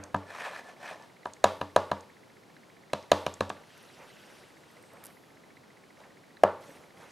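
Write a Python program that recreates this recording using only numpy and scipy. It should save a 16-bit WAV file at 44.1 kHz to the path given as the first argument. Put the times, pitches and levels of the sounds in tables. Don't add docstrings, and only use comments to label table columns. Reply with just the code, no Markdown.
import sys
import numpy as np
from scipy import signal
from scipy.fft import rfft, irfft, next_fast_len
from scipy.io import wavfile
from scipy.ndimage import uniform_filter1d

SR = 44100
rng = np.random.default_rng(int(sys.argv[2]) if len(sys.argv) > 2 else 0)


def unload_audio(sound):
    columns = np.transpose(np.atleast_2d(sound))
    steps = np.round(np.clip(columns, -1, 1) * 32767)
    wavfile.write(sys.argv[1], SR, steps.astype(np.int16))


def decibels_to_gain(level_db):
    exponent = np.asarray(level_db, float) / 20
    return 10 ** exponent


N = 313551
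LEAD_S = 0.005
FRAME_PAIR_S = 1001 / 15000
CARD_FROM_S = 6

# start_s, force_db, block_pitch_hz, edge_crack_peak_db, table_thump_db
BLOWS = [(0.145, -23.5, 700, -26.5, -36.5), (1.2558, -31.5, 730, -33, -57.5), (1.4411, -9, 650, -9.5, -40),
         (1.613, -28, 606, -26, -48.5), (1.7621, -10.5, 622, -13.5, -40), (1.915, -21.5, 660, -23.5, -43.5),
         (2.9329, -21.5, 618, -16, -47.5), (3.1168, -9, 618, -9.5, -37), (3.2645, -23, 623, -19, -45.5),
         (3.407, -20, 542, -17.5, -38.5), (3.5, -30, 730, -26.5, -52), (6.4351, -5.5, 648, -15, -39)]
# until_s, lid_pitch_hz, rubber_squeeze_ms, lid_at_full_force_db,
# panel_against_lid_db
LANDING_SPOTS = [(1.1, 944, 1.8, -2, -13), (2.5, 962, 1.33, -5, -11.5), (3.3, 1000, 1.38, -8.5, -15),
                 (4.5, 1086, 0.8, -4.5, -18), (8.5, 1030, 1.2, -9.5, -28)]
# pitch_hz, level_db, t60_s
CASE_FLOOR = [(968.3, 3, 0.1), (730, -2, 0.091), (1176, -18, 0.19), (570.6, 0.5, 0.096), (647, -4, 0.18),
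              (1540, -8, 0.047)]
# pitch_hz, level_db, t60_s
TABLE_TOP = [(91.4, -4, .33), (143.4, 11.5, 0.05), (201.6, 2, 0.18), (287.7, -6, 0.31)]
# centre_hz, width_hz, level_db
EDGE_ON_PAD = [(2646, 610, 4), (3330, 790, 2), (3950, 480, 4.5)]
# centre_hz, width_hz, level_db
EDGE_ON_CARD = [(1930, 760, -5), (2750, 540, -1), (3300, 570, -7), (4520, 300, -12)]
# centre_hz, width_hz, level_db
CONTACT_SIZZLE = [(5340, 500, -2), (6797, 180, 7), (8245, 2400, -6), (11000, 890, -13.5)]
# centre_hz, width_hz, level_db
BODY_AT_WALLS = [(740, 1300, 0)]
# centre_hz, width_hz, level_db
CRACK_AT_WALLS = [(3500, 4300, 0)]
# centre_hz, width_hz, level_db
SIZZLE_AT_WALLS = [(7000, 6900, 0)]
# delay_s, level_db
CEILING_ECHO = (.0132, -13)
# delay_s, level_db
WALL_ECHOES = [(0.022, -24), (.028, -25), (0.065, -32.5)]
# pitch_hz, t60_s
ROOM_DECAY = [(100, 1), (500, 0.38), (1500, 0.4), (4000, 0.42), (7000, 0.38), (12000, 0.92)]
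# fastest_s, rasp_db, speeding_up_s, slowing_down_s
PAD_PUSHES = [
    (.305, -47, 0.047, 0.12),
    (.44, -37.5, 0.13, .1),
    (.574, -42.5, 0.073, 0.058),
    (.698, -53.5, 0.11, 0.05),
    (.89, -41.5, 0.1, 0.073),
    (1.03, -60, 0.2, 0.078),
]
# centre_hz, width_hz, level_db
CASE_RASP = [(1250, 300, -9), (1560, 260, -5), (1780, 120, 0), (2450, 250, -8)]
# centre_hz, width_hz, level_db
LID_SQUEAL = [(1743, 23, 16), (2480, 110, -8.5)]
# centre_hz, width_hz, level_db
SLIDE_DRONE = [(614, 210, 8.5), (1045, 320, 5)]
# pitch_hz, level_db_per_hz
SLIDE_HISS = [(1650, -37), (2800, -11), (3860, -13.5), (4210, -13.5), (4490, -17.5), (5980, -17.5),
              (6900, -22), (8370, -21), (15500, -37.5)]
# start_s, peak_db, centre_hz, body_against_peak_db
INK_SNAPS = [(.0378, -30, 6540, -17), (.1644, -43, 6440, -17), (1.0236, -45, 5030, 10),
             (1.2527, -47, 7000, -19), (1.268, -46, 7970, -20), (1.3352, -32.5, 6320, -24),
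             (2.0075, -37, 6230, 6), (3.0268, -39.5, 5100, 16), (3.3396, -31.5, 6500, -3),
             (3.4946, -28.5, 6600, -18.5), (3.777, -47, 9800, 1), (3.828, -45, 9700, -20),
             (3.865, -54, 11000, -22), (4.2304, -49, 3000, -13), (4.7131, -49, 10000, -20),
             (4.8263, -45, 10000, -20), (4.9346, -46, 10900, -17), (5.0393, -33, 10150, -26),
             (5.0497, -34.5, 9950, -21), (5.0562, -29.5, 9560, -15), (5.0664, -32, 9800, -23),
             (6.003, -46, 3300, -2), (6.4774, -39, 3300, 0), (6.610, -48, 10200, 2),
             (6.6897, -53, 10500, -5), (6.7135, -48, 10000, -5), (6.757, -53, 7940, -5)]
# start_s, peak_db, pitch_hz
FINGER_PATS = [(4.0, -44, 487), (4.03, -48, 865), (4.93, -45, 875), (5.03, -54, 490), (6.03, -48, 860),
               (6.691, -33, 523), (6.713, -38, 298), (6.757, -45, 450), (6.79, -41, 298), (6.972, -40, 350)]
# fastest_s, level_db, speeding_up_s, slowing_down_s
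FOREARM_RUBS = [(.01, -47.5, 0.056, 0.17), (3.56, -53.5, 0.07, 0.12), (3.85, -59, .15, .15),
                (4.01, -46.5, 0.045, 0.093), (4.25, -58, .04, .45), (4.79, -59, 0.15, .06),
                (4.94, -52.5, 0.037, 0.11), (5.04, -53.5, 0.098, 0.13), (6.01, -52.5, 0.044, 0.13),
                (6.59, -52, 0.03, 0.28), (6.72, -56, .06, 0.26), (7.03, -49, 0.1, 0.087)]
# fastest_s, cloth_db, speeding_up_s, slowing_down_s, card_db
SLEEVE_MOVES = [(3.82, -58, 0.37, 0.7, -65.5), (4.35, -57.5, 0.52, 0.25, -63.5),
                (4.7, -64.5, 0.45, .5, -69), (5.06, -59.5, .07, 0.076, -78), (6.005, -65, .06, .1, -70.5),
                (6.63, -59.5, 0.037, 0.33, -59.5), (7.02, -59.5, 0.096, 0.27, -64.5)]
# loudest_s, level_db, swell_s, fade_s
CARD_WHISTLE = [(4.87, -69, .26, .34)]
# pitch_hz, level_db_per_hz
RUB_COLOUR = [(150, -20), (250, -16.5), (429, -13), (492, -7), (666, -10.5), (876, -11), (2600, -23.5),
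              (3380, -39), (5720, -120)]
# pitch_hz, level_db_per_hz
CLOTH_COLOUR = [(880, -25.5), (1500, -4.5), (2170, -12), (2730, -5), (3540, -8), (6000, -14), (7800, -40),
                (13200, -120)]
# pitch_hz, level_db_per_hz
CARD_COLOUR = [(3240, -32), (5500, -3), (10100, -4), (12300, -8), (13100, -7), (15500, -21.5)]
# start_s, extra_db
FIRM_MOTOR_STEPS = [(1.23, 4), (2.57, 6), (3.30, 4), (4.1, 3), (4.64, 3), (5.57, 4), (6.37, 8)]
# pitch_hz, level_db_per_hz
AIR_MID_COLOUR = [(15, -50.5), (25, -16.5), (59, -18.5), (97, -3.5), (149, 2.5), (309, 0.5), (384, 1),
                  (818, -4.5), (1020, -6), (1130, -7), (2160, -12), (2610, -14), (4250, -16),
                  (11300, -26.5), (16000, -35.5)]
# pitch_hz, level_db_per_hz
AIR_SIDE_COLOUR = [(15, -33.5), (25, -10.5), (335, 3.5), (451, 2), (1330, -7.5), (2280, -11.5), (4490, -30),
                   (6050, -35.5), (6560, -40), (16000, -46)]
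# pitch_hz, level_db
MIC_RESPONSE = [(20, -30), (45, -6.5), (75, -1), (14000, -4.5), (16300, -23)]


def stamp(out):
    t = np.arange(SR // 3) / SR
    for s, force_db, block_hz, crack_db, thump_db in BLOWS:
        spot = next(spot for spot in LANDING_SPOTS if s < spot[0])
        rise = np.clip(spot[2], 0.6, 4) / 1000
        on_pad = s < CARD_FROM_S
        body = block_and_case(t, force_db, block_hz, spot, rise)
        crack, sizzle = edge_contact(t, crack_db, rise, on_pad)
        edge_hz = 1460 if on_pad else 1600
        thinned = filtered(push(t, BODY_AT_WALLS, body), lambda f: decibels_to_gain(-8 / (1 + (edge_hz / (f + 1)) ** 10)))
        sent = decibels_to_gain(-14) * body + decibels_to_gain(-9) * thinned + decibels_to_gain(-31) * push(t, SIZZLE_AT_WALLS, sizzle)
        crack_sent_db = -9 if on_pad else -19
        sent = sent + decibels_to_gain(crack_sent_db) * (push(t, CRACK_AT_WALLS, crack) + 0.22 * crack)
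        echoes = sum(decibels_to_gain(db) * np.roll(body, round(lag * SR)) for lag, db in [CEILING_ECHO, *WALL_ECHOES])
        dry = (body + echoes) * [[1], [0.015]] + crack * [[1], [-0.04]] + sizzle * [[1], [-0.07]]
        add(out, room(dry, sent, side_db=-26), s - LEAD_S)
        add(out, decibels_to_gain(thump_db + 8) * thump(t), s - 0.002)
    add(out, decibels_to_gain(-31.5) * thump(t + 0.039), 0)


def block_and_case(t, force_db, block_hz, spot, rise):
    _, lid_hz, _, spot_db, panel_db = spot
    lid_db = spot_db + 0.64 * force_db
    hollow_db = -22 + 0.48 * force_db
    rim_db = lid_db - 10.5
    since = t - LEAD_S
    late = np.clip(since, 0, None)
    swell = np.exp(-((since - 0.002) / np.where(since < 0.002, rise, 0.0028)) ** 2)

    def wave(hz, t60, share):
        ringing = share * (late > 0.002) * decibels_to_gain(-60 * late / t60)
        return (swell + ringing) * np.cos(2 * np.pi * hz * (since - 0.0019))

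    block = decibels_to_gain(force_db + 5.5) * wave(block_hz, t60=0.05, share=0.12)
    hollow = decibels_to_gain(hollow_db + 4.5) * wave(370, t60=0.02, share=0.2)
    lid = wave(lid_hz, t60=0.05, share=0.16) - 0.71 * wave(1217, t60=0.03, share=0.44)
    rim = wave(1647, t60=0.013, share=0.23) - 0.16 * wave(2015, t60=0.017, share=0.17)
    floor = sum(decibels_to_gain(db + 2 * rng.standard_normal()) * ring(late, hz, t60, rise=0.004)
                for hz, db, t60 in CASE_FLOOR)
    return block + hollow - decibels_to_gain(lid_db) * lid - decibels_to_gain(rim_db + 5) * rim + decibels_to_gain(lid_db + panel_db) * floor


def edge_contact(t, crack_db, rise, on_pad):
    since = t - LEAD_S
    late = np.clip(since, 0, None)
    burst = (late > 0) * np.exp(-(late / 0.004) ** 2)
    trail = 0.08 * (since > -rise) * decibels_to_gain(-60 * late / 0.027)
    grit = rng.standard_normal(len(t)) * (burst + trail)
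    grit[round(LEAD_S * SR) + 8] -= 9
    edge = filtered(grit, peaks(EDGE_ON_PAD if on_pad else EDGE_ON_CARD))
    crack = decibels_to_gain(crack_db) * top(filtered(edge, peaks([(3000, 6600, 0)])))
    sizzle_db = -11.5 + 1.51 * crack_db
    sizzle = decibels_to_gain(sizzle_db + 11.5) * top(filtered(grit, peaks(CONTACT_SIZZLE)))
    return crack, sizzle


def thump(t):
    modes = [decibels_to_gain(db + 3.1 * rng.standard_normal())
             * ring(t, hz * (1 + 0.02 * rng.standard_normal()), t60, rise=0.004) for hz, db, t60 in TABLE_TOP]
    return sum(modes) * [[1], [0.03]]


def slide():
    rasp_db = strokes(PAD_PUSHES)
    grain = unit(decibels_to_gain(1.8 * unit(uniform_filter1d(rng.standard_normal(N), size=200))))
    squeal = decibels_to_gain(-4) * noise(peaks(LID_SQUEAL), patchy_db=1.5)
    rasp = decibels_to_gain(rasp_db) * (noise(peaks(CASE_RASP), patchy_db=0) + squeal)
    drone = decibels_to_gain(-17 + 0.58 * rasp_db) * noise(peaks(SLIDE_DRONE), patchy_db=3.5)
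    hiss = decibels_to_gain(-23.5 + 0.63 * rasp_db) * noise(coloured(SLIDE_HISS), patchy_db=1.5)
    return grain * (rasp + drone + hiss)


def snaps(out):
    t = np.arange(SR // 20) / SR
    for s, peak_db, hz, body_db in INK_SNAPS:
        spit = rng.standard_normal(len(t)) * decibels_to_gain(-60 * t / 0.013)
        band = peaks([(0.47 * hz, 0.15 * hz, -12), (hz, 0.3 * hz, 0), (1.3 * hz, 0.35 * hz, -3)])
        spit = top(filtered(spit, band))
        tap = decibels_to_gain(body_db) * ring(t, 520, t60=0.0091, rise=0.0021)
        dry = spit * [[1], [-0.12]] + tap * [[1], [0]]
        add(out, decibels_to_gain(peak_db) * room(dry, decibels_to_gain(-12.5) * (spit + tap), side_db=-22), s)


def fingers(out):
    t = np.arange(SR // 20) / SR
    for s, peak_db, hz in FINGER_PATS:
        pat = ring(t, hz, t60=0.025, rise=0.0015) + 0.42 * ring(t, 0.52 * hz, t60=0.056, rise=0.002)
        add(out, decibels_to_gain(peak_db) * room(pat * [[1], [0.02]], decibels_to_gain(-12) * pat, side_db=-20), s)


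def rustle():
    rub = decibels_to_gain(strokes(FOREARM_RUBS)) * noise(coloured(RUB_COLOUR), patchy_db=2.5)
    cloth_level = decibels_to_gain(strokes([row[:4] for row in SLEEVE_MOVES]))
    card_level = decibels_to_gain(strokes([(s, card_db, rise, fall) for s, _, rise, fall, card_db in SLEEVE_MOVES]))
    cloth = cloth_level * noise(coloured(CLOTH_COLOUR), patchy_db=2.5)
    card = card_level * noise(coloured(CARD_COLOUR), patchy_db=4)
    whistle = decibels_to_gain(strokes(CARD_WHISTLE)) * noise(peaks([(8300, 350, 0)]), patchy_db=1)
    return rub * [[1], [-0.1]] + (cloth + card + whistle) * [[1], [0]]


def focus_motor(out):
    t = np.arange(SR // 40) / SR
    count = int(N / SR / FRAME_PAIR_S) + 1
    for k, (size, pitch, kick) in enumerate(rng.standard_normal((count, 3))):
        s = 0.0298 + k * FRAME_PAIR_S
        extra_db = sum(db for when, db in FIRM_MOTOR_STEPS if abs(when - s) < FRAME_PAIR_S / 2)
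        start = ring(t, 1850 * (1 + 0.06 * pitch), t60=0.013, rise=0.0007)
        start = start + (0.15 + 0.04 * extra_db) * ring(t, 4000, t60=0.013, rise=0.0005)
        stop = ring(t, 2100 * (1 + 0.04 * kick), t60=0.011, rise=0.0007)
        stop = np.roll(stop, round(0.0036 * SR))
        step = decibels_to_gain(-41 + 0.9 * size) * (decibels_to_gain(-3.5 + extra_db + 1.2 * kick) * start + stop)
        add(out, step * [[1], [-0.25]], s)


def air():
    hiss = decibels_to_gain(-58) * noise(coloured(AIR_MID_COLOUR), patchy_db=0)
    whine = decibels_to_gain(-86.5) * noise(peaks([(11250, 300, 0)]), patchy_db=-0.5)
    side = decibels_to_gain(-64) * noise(coloured(AIR_SIDE_COLOUR), patchy_db=-1.5)
    return np.array([hiss + whine, side])


def room(dry, sent, side_db):
    hz, t, z = signal.stft(rng.standard_normal((2, SR // 2)), SR, nperseg=256)
    decay = decibels_to_gain(-60 * t / along(ROOM_DECAY, hz)[:, None])
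    tail = signal.istft(z * decay, SR, nperseg=256)[1]
    tail = tail * np.clip(np.arange(tail.shape[1]) / SR / 0.0056 - 0.6, 0, 1)
    tail = tail / np.linalg.norm(tail[0]) * decibels_to_gain([[0], [side_db]])
    out = signal.fftconvolve(sent[None], tail, axes=1)
    add(out, dry, 0)
    return out


def push(t, table, like):
    impulse = 1.0 * (np.arange(len(t)) == round(LEAD_S * SR))
    x = filtered(impulse, lambda f: np.abs(peaks(table)(f)) ** 3)
    return x * np.linalg.norm(like) / np.linalg.norm(x)


def ring(t, hz, t60, rise):
    return np.sin(2 * np.pi * hz * t) * decibels_to_gain(-60 * t / t60) * (1 - np.exp(-(t / rise) ** 2))


def strokes(rows):
    t = np.arange(N) / SR
    bells = [decibels_to_gain(2 * db - 40 * ((t - s) / np.where(t < s, rise, fall)) ** 2) for s, db, rise, fall in rows]
    return 10 * np.log10(sum(bells) + 1e-30)


def noise(response, patchy_db):
    z = signal.stft(rng.standard_normal(N), nperseg=256)[2]
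    patches = uniform_filter1d(rng.standard_normal(z.shape), size=5, axis=0)
    patches = uniform_filter1d(patches, size=8, axis=1)
    patchy = signal.istft(z * decibels_to_gain(patchy_db * unit(patches)), nperseg=256)[1][:N]
    return unit(filtered(patchy, response))


def peaks(table):
    def response(f):
        return sum((-1) ** k * decibels_to_gain(db) * 1j * f * width / (hz * hz - f * f + 1j * f * width)
                   for k, (hz, width, db) in enumerate(table))
    return response


def coloured(points):
    return lambda f: decibels_to_gain(along(points, f))


def filtered(x, response):
    m = next_fast_len(x.shape[-1] + 8192)
    return irfft(rfft(x, m) * response(np.fft.rfftfreq(m, 1 / SR)), m)[..., :x.shape[-1]]


def along(points, hz):
    f, v = np.transpose(points)
    return np.interp(np.log(hz + 1), np.log(f + 1), v)


def unit(x):
    return x / np.sqrt(np.mean(x ** 2) + 1e-20)


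def top(x):
    return x / np.abs(x).max()


def add(out, x, s):
    part = out[:, round(s * SR):][:, :x.shape[1]]
    part += x[:, :part.shape[1]]


def scene():
    out = np.zeros((2, N))
    stamp(out)
    snaps(out)
    fingers(out)
    focus_motor(out)
    nearby = out + slide() * [[1], [0.01]] + rustle()
    mid, side = filtered(nearby, coloured(MIC_RESPONSE)) + air()
    return np.array([mid + side, mid - side])


def low_pass(x):
    return signal.sosfilt(signal.butter(12, 16510, fs=SR, output="sos"), x)


def record(dry):
    mix = filtered(dry, lambda f: 1 / (1 + (f / 16300) ** 60))
    return low_pass(mix)


dry = scene()
out = record(dry)
unload_audio(out)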